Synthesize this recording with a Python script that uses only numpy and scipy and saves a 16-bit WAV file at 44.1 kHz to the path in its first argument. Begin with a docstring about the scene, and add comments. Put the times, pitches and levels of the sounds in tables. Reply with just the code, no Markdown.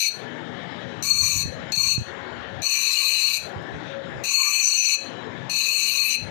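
"""In a noisy workshop a hand tap is turned stroke by stroke into an aluminium casting held in a vice.
The teeth stick and slip: dense random slips excite the modes of tap and casting, one mode locks into a squeal.
One microphone port is open; the covered one hears mostly the grip rubbing on the housing and bumping it.
Far machines are shaped noise and blurred tones; gain control led by the open port compresses both ports."""
import sys
import numpy as np
from scipy import signal
from scipy.io import wavfile
from scipy.ndimage import uniform_filter1d

SR = 44100
rng = np.random.default_rng(int(sys.argv[2]) if len(sys.argv) > 2 else 0)


def to_wav(sig):
    """Store sig (one row per channel, or 1-D mono) as 16-bit WAV at the path in sys.argv[1].

    Samples outside -1..1 are clipped; the rate is SR.
    """
    pcm = np.clip(np.atleast_2d(sig), -1, 1) * 32767
    pcm = np.round(pcm).astype(np.int16)
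    wavfile.write(sys.argv[1], SR, pcm.T)  # frames by channels


N = 277830

# families of modes the contact favours, by number: 1 casting, 3 shank, 4 fins
CENTRE_LIFT_DB = {1: 6, 3: 5, 4: 8}
CENTRE_SPREAD = {1: .06, 3: .008, 4: .035}   # in natural log of frequency


def from_db(db):
    """Level to amplitude: 20 dB is a factor of ten."""
    return 10 ** (np.asarray(db) / 20)


def rms_one(x):
    """Normalisation to unit mean power."""
    return x / np.sqrt(np.mean(x ** 2) + 1e-20)


def in_time(rows):
    """Linear interpolation: the columns of a curve table, sample by sample."""
    s, *columns = np.transpose(rows)
    return np.array([np.interp(np.arange(N) / SR, s, c) for c in columns])


def low_pass(x, corner_hz):
    """First-order low-pass: the treble falls by 6 dB an octave."""
    return signal.sosfilt(signal.butter(1, corner_hz, fs=SR, output="sos"), x)


def band(x, low_hz, high_hz, order=2):
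    """Butterworth band-pass: flat between two corner frequencies."""
    return signal.sosfilt(signal.butter(order, [low_hz, high_hz], "band", fs=SR, output="sos"), x)


def drift(corner_hz, spread_db=None):
    """Low-passed noise: slow chance with spread 1, or a gain that wavers by so many dB."""
    step = 40   # samples between the points of the slow curve
    r = np.exp(-2 * np.pi * corner_hz * step / SR)
    white = rng.standard_normal(N // step + 2002)
    slow = rms_one(signal.lfilter([1], [1, -2 * r, r * r], white)[2000:])
    curve = slow if spread_db is None else from_db(spread_db * slow)
    return np.interp(np.arange(N) / step, np.arange(len(slow)), curve)


def resonance(x, hz, width_hz):
    """Damped oscillator as a two-pole filter: gain 1 on top, and the narrower the longer it rings."""
    r = np.exp(-np.pi * width_hz / SR)
    zeros = np.array([1, 0, -1]) * (1 - r * r) / 2
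    return signal.lfilter(zeros, [1, -2 * r * np.cos(2 * np.pi * hz / SR), r * r], x)


def shop_noise(swell_db):
    """Spectral shaping: quarter-octave bands of noise, each patchy in its own time."""
    # spectrum of the far machines and traffic, relative: f/Hz, density/dB per Hz
    spectrum = [(35, -59), (60, -26), (93, 2), (157, 0.5), (237, -2.5), (446, -1.5), (555, -1.5),
                (1190, -9.5), (1720, -4.5), (2500, -15.5), (3110, -21), (3780, -10.5), (4310, -28),
                (6960, -36), (11000, -64.5), (14300, -99), (22000, -120)]
    total_db, patchy_db = -47.5, 2.5
    hz, density_db = np.transpose(spectrum)
    edges = 50 * 2 ** np.arange(0, 8, 1 / 4)
    white = rng.standard_normal((2, N))   # neighbouring bands take different noise
    out = 0
    for k, (low, high) in enumerate(zip(edges, edges[1:])):
        db = np.interp(np.log(low * high) / 2, np.log(hz), density_db)
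        gain = from_db(db + swell_db(low)) * drift(4.3, spread_db=patchy_db)
        out = out + gain * band(white[k % 2], low, high, order=3)
    return from_db(total_db) * rms_one(band(out, 93, 11400, order=4))


def shop_tones(swell_db):
    """Narrow-band noise: two resonances in series blur each tone, and its level wavers."""
    # tones of the far machines: f/Hz, width/Hz, level/dB
    tones = [(172.7, 11, -69), (241.1, 11, -62.5), (545.3, 16, -62.5), (811, 45, -67.5), (1730, 59, -65),
             (2182, 42, -74), (2630, 89, -90), (3056, 380, -65), (3930, 38, -74), (4500, 45, -100),
             (5230, 42, -82.5), (5500, 55, -96), (6600, 64, -90), (6900, 360, -86.5)]
    waver_db = 4.5
    white = rng.standard_normal(N)
    out = 0
    for hz, width_hz, db in tones:
        tone = rms_one(resonance(resonance(white, hz, width_hz), hz, width_hz))
        out = out + from_db(db + swell_db(hz)) * drift(2.3, spread_db=waver_db) * tone
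    return out


def shop():
    """Superposition of distant machines and traffic: noise and tones share the swell of the low drone."""
    # how the low drone swells and sinks: t/s, level/dB
    drone = [(0, -3), (.6, 4), (1.0, 3.5), (1.6, 3.5), (2.1, -5), (2.6, -3), (3.5, 0), (3.8, 4), (4.2, -1),
             (5.1, -0.5), (5.4, 2.5), (6.3, 1)]
    drone_db, drone_top_hz = in_time(drone)[0], 330

    def swell_db(hz):
        """Level modulation of the lows alone."""
        return drone_db * (hz < drone_top_hz)

    return shop_noise(swell_db) + shop_tones(swell_db)


def rubbing():
    """Friction noise: lumpy low rubbing, independent in each port, swells as the grip shifts on the housing."""
    # shifts of the grip: t/s, length/s, open port level/dB, covered port level/dB
    rubs = [(0.955, 0.055, -73, -70), (1.039, 0.48, -39, -67), (1.21, 0.19, -36.5, -54),
            (1.56, 0.2, -64, -53.5), (1.764, 0.27, -37, -52), (2.073, 0.45, -59.5, -71),
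            (2.507, 0.33, -58.5, -79), (3.003, 0.28, -85, -63), (3.27, 0.19, -64, -56),
            (3.54, 0.31, -69, -59), (4.033, 0.26, -78, -57.5), (6.11, 0.19, -45, -84)]
    edge_s = .03
    hold_db = -77.5   # the hand never rests quite still
    lumps = np.array([rms_one(band(rng.standard_normal(N), 58, 150) * drift(8.7, spread_db=4.5))
                      for port in range(2)])
    t = np.arange(N) / SR
    amplitude = from_db(hold_db)
    for s, length, open_db, covered_db in rubs:
        to_edge = np.minimum(t - s, s + length - t)
        fade = np.clip(to_edge / edge_s + .5, 0, 1) ** 2
        amplitude = amplitude + from_db([[open_db], [covered_db]]) * fade
    return lumps * amplitude


def bumps():
    """Impulse response of a cavity: fingers bumping by the covered port ring the air under the cover."""
    # bumps: t/s, level/dB, ring f/Hz, decay by 60 dB/s, sharp edge against the ring/dB
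    knocks = [(1.233, -23.5, 100, 0.17, -28), (1.413, -30, 109, .03, 3), (1.457, -18, 113, 0.026, -18),
              (1.979, -11, 107, 0.04, -12), (1.995, -30, 88, 0.1, -14), (2.256, -52, 99, 0.076, -25),
              (3.561, -35, 91, 0.12, -9), (6.142, -54, 100, 0.028, -15)]
    t = np.arange(SR // 5) / SR
    out = np.zeros(N)
    for s, db, hz, t60, edge_db in knocks:
        ring = -np.cos(2 * np.pi * hz * t) * from_db(-60 * t / t60) * np.minimum(t / 0.0015, 1)
        edge = -from_db(edge_db) * np.exp(-t / 0.00039)
        softened = signal.lfilter([.3], [1, -.7], ring + edge)
        at = round(s * SR)
        out[at:at + len(t)] += from_db(db) * softened[:N - at]
    return out


def room(x):
    """Diffuse reverberation: convolution with a dying noise tail, duller than the direct sound."""
    t60_s, level_db, dull_hz = 0.24, -12, 5740
    t = np.arange(SR // 2) / SR
    tail = rng.standard_normal(len(t)) * from_db(-60 * t / t60_s) * (t > .004)
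    tail = low_pass(tail, dull_hz)
    return from_db(level_db) * signal.fftconvolve(x, tail / np.sqrt(np.sum(tail ** 2)))[:N]


def slip_train():
    """Stick-slip as a random pulse train: dense slips of either sign and slightly uneven size."""
    slips_per_s, spread_db = 6000, 0.5
    sizes = from_db(spread_db * np.minimum(rng.exponential(1, N), 4)) * rng.choice([-1, 1], N)
    return rms_one(sizes * (rng.random(N) < slips_per_s / SR))


def cutting_force():
    """Force partition: the cutting force of each stroke is shared among squeal and families of modes."""
    # one curve a stroke: t/s, cutting force/dB, squeal against force/dB, shank ring against force/dB,
    # centre of the casting's ring f/Hz, centre of the fins' ring f/Hz
    strokes = [
        [(0.0, -15.5, -26, -11, 2500, 6500), (0.042, -19, -12, -6, 2340, 6700),
         (0.085, -15.5, -4, -24, 2480, 6400)],
        [(1.025, -30, -10, -11, 2300, 6750), (1.07, -24.5, -6.5, -10, 2300, 6600),
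         (1.115, -18.5, 5, -10, 2320, 6550), (1.16, -22.5, -11, -11, 2380, 6900),
         (1.205, -19.5, 4, -8, 2390, 6600), (1.25, -17, -6, -6, 2430, 6550.0),
         (1.295, -18.5, -6, -8, 2370, 6900), (1.34, -21.5, -9, -3, 2320, 6600),
         (1.385, -22, -7, -9, 2300, 6900), (1.43, -26, -10, -6, 2300, 6900.0)],
        [(1.72, -31.5, -6, -4, 2630, 6400), (1.744, -32, 3, -11, 2600, 6440), (1.756, -28, -9, -4, 2540, 6460),
         (1.764, -27, 2, -17, 2500, 6600), (1.769, -24.5, 8.5, -22, 2500, 6500),
         (1.78, -25, 2, -18, 2360, 6600), (1.785, -21, 3, -14, 2260, 6600),
         (1.796, -20.5, 5.5, -20, 2230, 6540), (1.81, -19, 3, -8, 2300, 6750), (1.817, -24, -4, -1, 2330, 6750),
         (1.828, -18, -1.5, -16, 2400, 6700), (1.861, -19.5, 0, -7, 2380, 6600),
         (1.908, -19, -1, -8, 2770, 6800), (1.95, -24, -1, -11, 2500, 6700), (1.958, -49, 17, -22, 2500, 6700),
         (1.98, -59, 12, -15, 2500, 6740)],
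        [(2.619, -35.5, -18, -8, 2410, 6900), (2.663, -25.5, 4.5, -8, 2470, 6640),
         (2.708, -23.5, -8, -8, 2580, 6770), (2.752, -20.5, -9, -6, 2450, 6600),
         (2.797, -23, -10, -9, 2500, 6700), (2.841, -21, -14, -8, 2510, 6740.0),
         (2.886, -20.5, -3, -11, 2510, 7000), (2.93, -20.5, -13, -14, 2570, 7300),
         (2.975, -19, -5, -16, 2900, 6870), (3.019, -18.5, -10, -15.2, 2470, 7100),
         (3.064, -19.5, -10, -17, 2560, 6970), (3.108, -18, -5.5, -11, 2630, 6870.0),
         (3.153, -22, -9, -17, 2820, 7000), (3.197, -21, -15, -8, 2620, 7500), (3.242, -21, 1, -11, 2750, 7100),
         (3.286, -19, -9, -11, 2710, 7140), (3.325, -24.5, -17, -14, 2650, 7200),
         (3.341, -19.5, -24, -12, 2640, 7200), (3.356, -24, -16, -11, 2580, 7100),
         (3.371, -21.5, -19, -16, 2530, 6900), (3.38, -34, -11, -14, 2620, 6900)],
        [(4.237, -31, -15, -13, 2520, 6350), (4.282, -29, -9, -10, 2530, 6960),
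         (4.326, -20.5, -8, -9, 2520, 6800), (4.371, -18.5, 0, -20, 2500.0, 6620.0),
         (4.415, -15.5, 1.5, -18, 2330, 6750), (4.46, -22, -4, -6, 2330, 6870.0),
         (4.504, -18.5, -2.5, -13, 2440, 7100), (4.549, -19.5, -10, -10, 2470, 7100),
         (4.594, -18.5, -3, -9.8, 2480, 6900), (4.638, -19.5, -15, 1, 2520, 6530.0),
         (4.683, -19, -7, 3, 2520, 7300), (4.727, -20, -1, -9, 2760, 6660),
         (4.772, -21, -5.5, -0.5, 2720, 6340), (4.816, -24.5, -17, -4, 2630, 6800),
         (4.861, -20, 0, -4, 2820, 6800), (4.905, -18.5, -8.5, -7.5, 2530, 6690.0),
         (4.95, -17.5, -0.5, -10, 2600, 6900)],
        [(5.496, -32, -4, -10, 2750, 6450), (5.54, -29.5, -3, -6, 2550, 6700),
         (5.584, -22, -6, -14, 2760, 6700), (5.628, -23, -5, -12, 2680, 6500),
         (5.672, -22.5, -20, -11, 2540, 6700), (5.716, -19.8, -1.5, -17.9, 2800, 7000),
         (5.76, -19.5, -3, -13, 2630, 6900), (5.804, -20.5, -14, -13, 2740, 6460),
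         (5.847, -22, -6, -10.2, 2700, 6700), (5.891, -21, -13, -15, 2860, 6600.0),
         (5.935, -21.5, -9, -12, 2650, 6600), (5.979, -20, -7, -12, 2630, 6340),
         (6.023, -20, -8, -16, 2500.0, 6300), (6.067, -20, -19, -27, 2630.0, 6450),
         (6.111, -21, -9, -1.5, 2890, 6300), (6.155, -21.5, -16, -12, 2650, 6100)],
    ]
    # where the teeth bear in each stroke: vice/dB, casting/dB, centre of the shank's ring f/Hz,
    # fins/dB, teeth/dB
    contact = [(-25, -7, 5990, -3.5, -4), (-4.5, -8.5, 6030, 0.5, 0.8), (-8.5, -5.5, 6030, -2, 0.5),
               (0.5, -2.5, 6000, 0, 0), (-1.5, -2.5, 6060, 1.5, -0.9), (2.5, -2, 5980, -0.5, 1.3)]
    # vice, casting, fins, teeth: level against force/dB, share of the squeal's swing, of the shank's swing
    families = [(-23, 0.43, -0.025), (4, -0.15, 0.13), (-3.5, 0.16, 0.22), (-12, -0.18, -0.16)]
    # the flutes' ring against the casting's: t/s, level/dB
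    flutes = [(0, -3.5), (1.07, -6.5), (1.16, -8.5), (1.25, -5), (1.36, -9), (1.42, -2.5), (1.73, -1),
              (1.77, -8), (1.85, -6), (2.66, -9), (2.75, -9.5), (2.84, -9), (2.93, -3), (3.02, -7.5),
              (3.11, -6), (3.2, -3.5), (3.32, -5), (4.28, -8.5), (4.37, -18), (4.46, -17), (4.6, -17),
              (4.73, -10), (4.82, -9.5), (4.9, -11), (5.54, -5), (5.72, -10), (5.81, -10), (5.9, -7.5),
              (6.08, -9.5)]
    # the wrench is set back: t/s, level/dB
    ticks = [(3.62, -69)]
    breakaway_db, breakaway_s, build_db, build_s = 13, 0.0015, -8, 0.01
    usual_squeal_db, usual_shank_db, usual_centre_hz = -10.5, -23, 2500
    vice_db_per_100hz = -3   # the lower the casting rings, the more the vice joins in
    shank_radiation_db = 5.5   # how well the shank radiates
    t = np.arange(N) / SR
    wavers = [0.8 * drift(2.9) for _ in families]   # dB
    flutes_db = in_time(flutes)[0]
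    force = np.zeros((7, N))   # squeal, vice, casting, flutes, shank, fins, teeth
    centre_hz = {k: np.ones(N) for k in CENTRE_LIFT_DB}
    for stroke, (vice_at, casting_at, shank_hz, fins_at, teeth_at) in zip(strokes, contact):
        start, end = stroke[0][0], stroke[-1][0]
        on = (t >= start) & (t <= end)
        since = t[on] - start + (start == 0)   # the first stroke is already under way
        # the tap tears loose with a jerk, then the torque builds up
        start_db = breakaway_db * np.exp(-since / breakaway_s) + build_db * np.exp(-since / build_s)
        force_db, squeal_db, shank_db, casting_hz, fins_hz = in_time(stroke)[:, on]
        squeal_swing, shank_swing = squeal_db - usual_squeal_db, shank_db - usual_shank_db
        # what the squeal and the shank take, other families gain or lose
        vice, casting, fins, teeth = [db + a * squeal_swing + b * shank_swing + waver[on]
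                                      for (db, a, b), waver in zip(families, wavers)]
        vice = vice + vice_db_per_100hz * (casting_hz - usual_centre_hz) / 100
        shares_db = np.array([squeal_db, vice + vice_at, casting + casting_at,
                              casting + casting_at + flutes_db[on], shank_db + shank_radiation_db,
                              fins + fins_at, teeth + teeth_at])
        force[:, on] = from_db(force_db + start_db + shares_db)
        centre_hz[1][on], centre_hz[3][on], centre_hz[4][on] = casting_hz, shank_hz, fins_hz
    for s, db in ticks:
        at = round(s * SR)
        force[4:, at:at + 200] += from_db(db + np.array([[0.5], [7.0], [-9.0]]))   # the fins most
    return force, centre_hz


def squeal(slips, force):
    """Mode locking: a wandering sine and the mode's loose response to the slips, through one resonance."""
    hz, wander_hz, width_hz, roughness = 4336, 22, 70, 1.2
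    phase = 2 * np.pi * np.cumsum(hz + wander_hz * drift(23.15)) / SR
    locked = np.sqrt(2) * np.sin(phase)
    loose = rms_one(resonance(slips, hz, width_hz))
    return resonance(force * (locked + roughness * loose) + 1e-18, hz, width_hz)


def ringing(slips, force, centre_hz):
    """Modal superposition: slips scaled by each family's force excite its damped modes."""
    # modes of tap and casting; the narrowest ring on after each stroke:
    # f/Hz, width/Hz, level within the family/dB
    modes = [(1097, 42, -15), (1175, 50, -19), (2295, 60, -7), (2400, 105, -8.5), (2510, 45, -3.5),
             (2530, 20, -4), (2556, 12, -3), (2596, 34, -1.5), (2670, 41, -9), (2820, 90, -8),
             (3720, 1200, -30.5), (3775, 25, -17), (3990, 18, -6), (4035, 55, -4), (4100, 17, -3),
             (4126, 32, 0.5), (4320, 15, -4), (4348, 16, -5), (4588, 28, -12), (4260, 320, -20),
             (4780, 1450, -26.5), (5690, 90, -18), (5860, 60, -16), (5992, 35, -4), (6030, 20, -7),
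             (6064, 35, -3), (6450, 150, -13.5), (6540, 45, -12), (6730, 55, -11), (6900, 60, -16),
             (7150, 70, -17), (7340, 90, -14), (7650, 120, -19), (8020, 60, -13), (7900, 800, -24),
             (8280, 40, -18), (9000, 500, -32), (8720, 60, -13), (8823, 33, -14), (9295, 35, -16),
             (9700, 45, -24), (10000, 40, -29), (10200, 35, -28), (10600, 60, -26), (11200, 50, -26),
             (11500, 40, -30), (11000, 1500, -42), (12860, 40, -13), (13600, 60, -20), (14000, 190, -18),
             (14300, 1200, -34), (14800, 40, -28), (15250, 120, -28)]
    # bounds between vice, casting, flutes, shank, fins and teeth: f/Hz
    family_edges = [1500, 3300, 5200, 6250, 8300]
    grip_waver_db, broad_hz = 2.2, 300
    hz, width_hz, db = np.transpose(modes)
    family = np.searchsorted(family_edges, hz)
    # each family is brought to unit level
    power = np.bincount(family, from_db(2 * db) * width_hz * np.pi / SR)
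    out = np.zeros(N)
    for j, k in enumerate(family):
        bite = drift(11.0, spread_db=grip_waver_db)   # each mode is caught and let go in its own time
        if k in centre_hz:   # the contact moves round the thread and favours the modes near its centre
            near = np.exp(-(np.log(centre_hz[k] / hz[j]) / CENTRE_SPREAD[k]) ** 2)
            bite = bite * from_db(CENTRE_LIFT_DB[k] * (near - 1.5))
        # broad humps stand for many small modes, driven by other teeth: their slips are shifted in time
        own_slips = np.roll(slips, 997 * j * (width_hz[j] > broad_hz))
        gain = (-1) ** j * from_db(db[j]) / np.sqrt(power[k])
        out += gain * resonance(own_slips * force[k] * bite + 1e-18, hz[j], width_hz[j])
    return out


def tap():
    """Stick-slip excitation: the same slips feed squeal and modes, then dips hollow the spectrum."""
    # dips in the spectrum: f/Hz, width/Hz, depth (1 cancels the centre)
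    hollows = [(1500, 310, 1), (1890, 27, 0.67), (2960, 520, 0.27), (3310, 310, 0.65), (5120, 170, 0.21),
               (10270, 130, 0.62), (11950, 500, 0.18), (11960, 220, 0.89), (11700, 180, 0.9),
               (11600, 180, 0.4)]
    slips = slip_train()
    force, centre_hz = cutting_force()
    out = squeal(slips, force[0]) + ringing(slips, force[1:], centre_hz)
    for hz, width_hz, depth in hollows:
        out = out - np.clip(depth, 0, 1) * resonance(out, hz, width_hz)
    return out


def scene():
    """Transmission loss: the open port hears the air, the cover passes lows of the shop and a thin leak."""
    cover_hz, cover_db, leak_db, leak_top_db = 130, -19.5, -44.5, -26
    squeak = tap()
    air = squeak + room(squeak) + shop()
    through = from_db(cover_db) * low_pass(shop(), cover_hz)   # noise of its own, unlike the open port's
    leak = from_db(leak_db) * air + from_db(leak_top_db) * band(air, 12500, 16000)
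    ports = np.array([air, through + leak]) + rubbing()
    ports[1] += bumps()
    return ports


def record(dry):
    """Dynamic compression led by the open port, after faint hiss and rumble filter, before a steep top cut."""
    hiss_db, cutoff_hz = -102, 15350
    knee_db, slope, smoothing_s, fall_db_per_s, quiet_gain_db = -48.5, 0.54, 0.01, 237, 17
    hissy = dry + from_db(hiss_db) * rng.standard_normal(dry.shape)
    clean = signal.sosfilt(signal.butter(2, 80, "high", fs=SR, output="sos"), hissy)
    level_db = 10 * np.log10(uniform_filter1d(clean[0] ** 2, size=1024, mode="reflect") + 1e-12)
    # the held level follows rises at once and falls at a steady rate
    fall = fall_db_per_s * np.arange(N) / SR
    held_db = np.maximum.accumulate(level_db + fall) - fall
    cut_db = slope * np.maximum(held_db - knee_db, 0)
    r = np.exp(-1 / (smoothing_s * SR))
    cut_db = signal.lfilter([1 - r], [1, -r], cut_db, zi=[r * cut_db[400]])[0]   # starts settled
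    top_cut = signal.ellip(10, .5, 70, cutoff_hz, fs=SR, output="sos")
    return signal.sosfilt(top_cut, clean * from_db(quiet_gain_db - cut_db))


dry = scene()
out = record(dry)
to_wav(out)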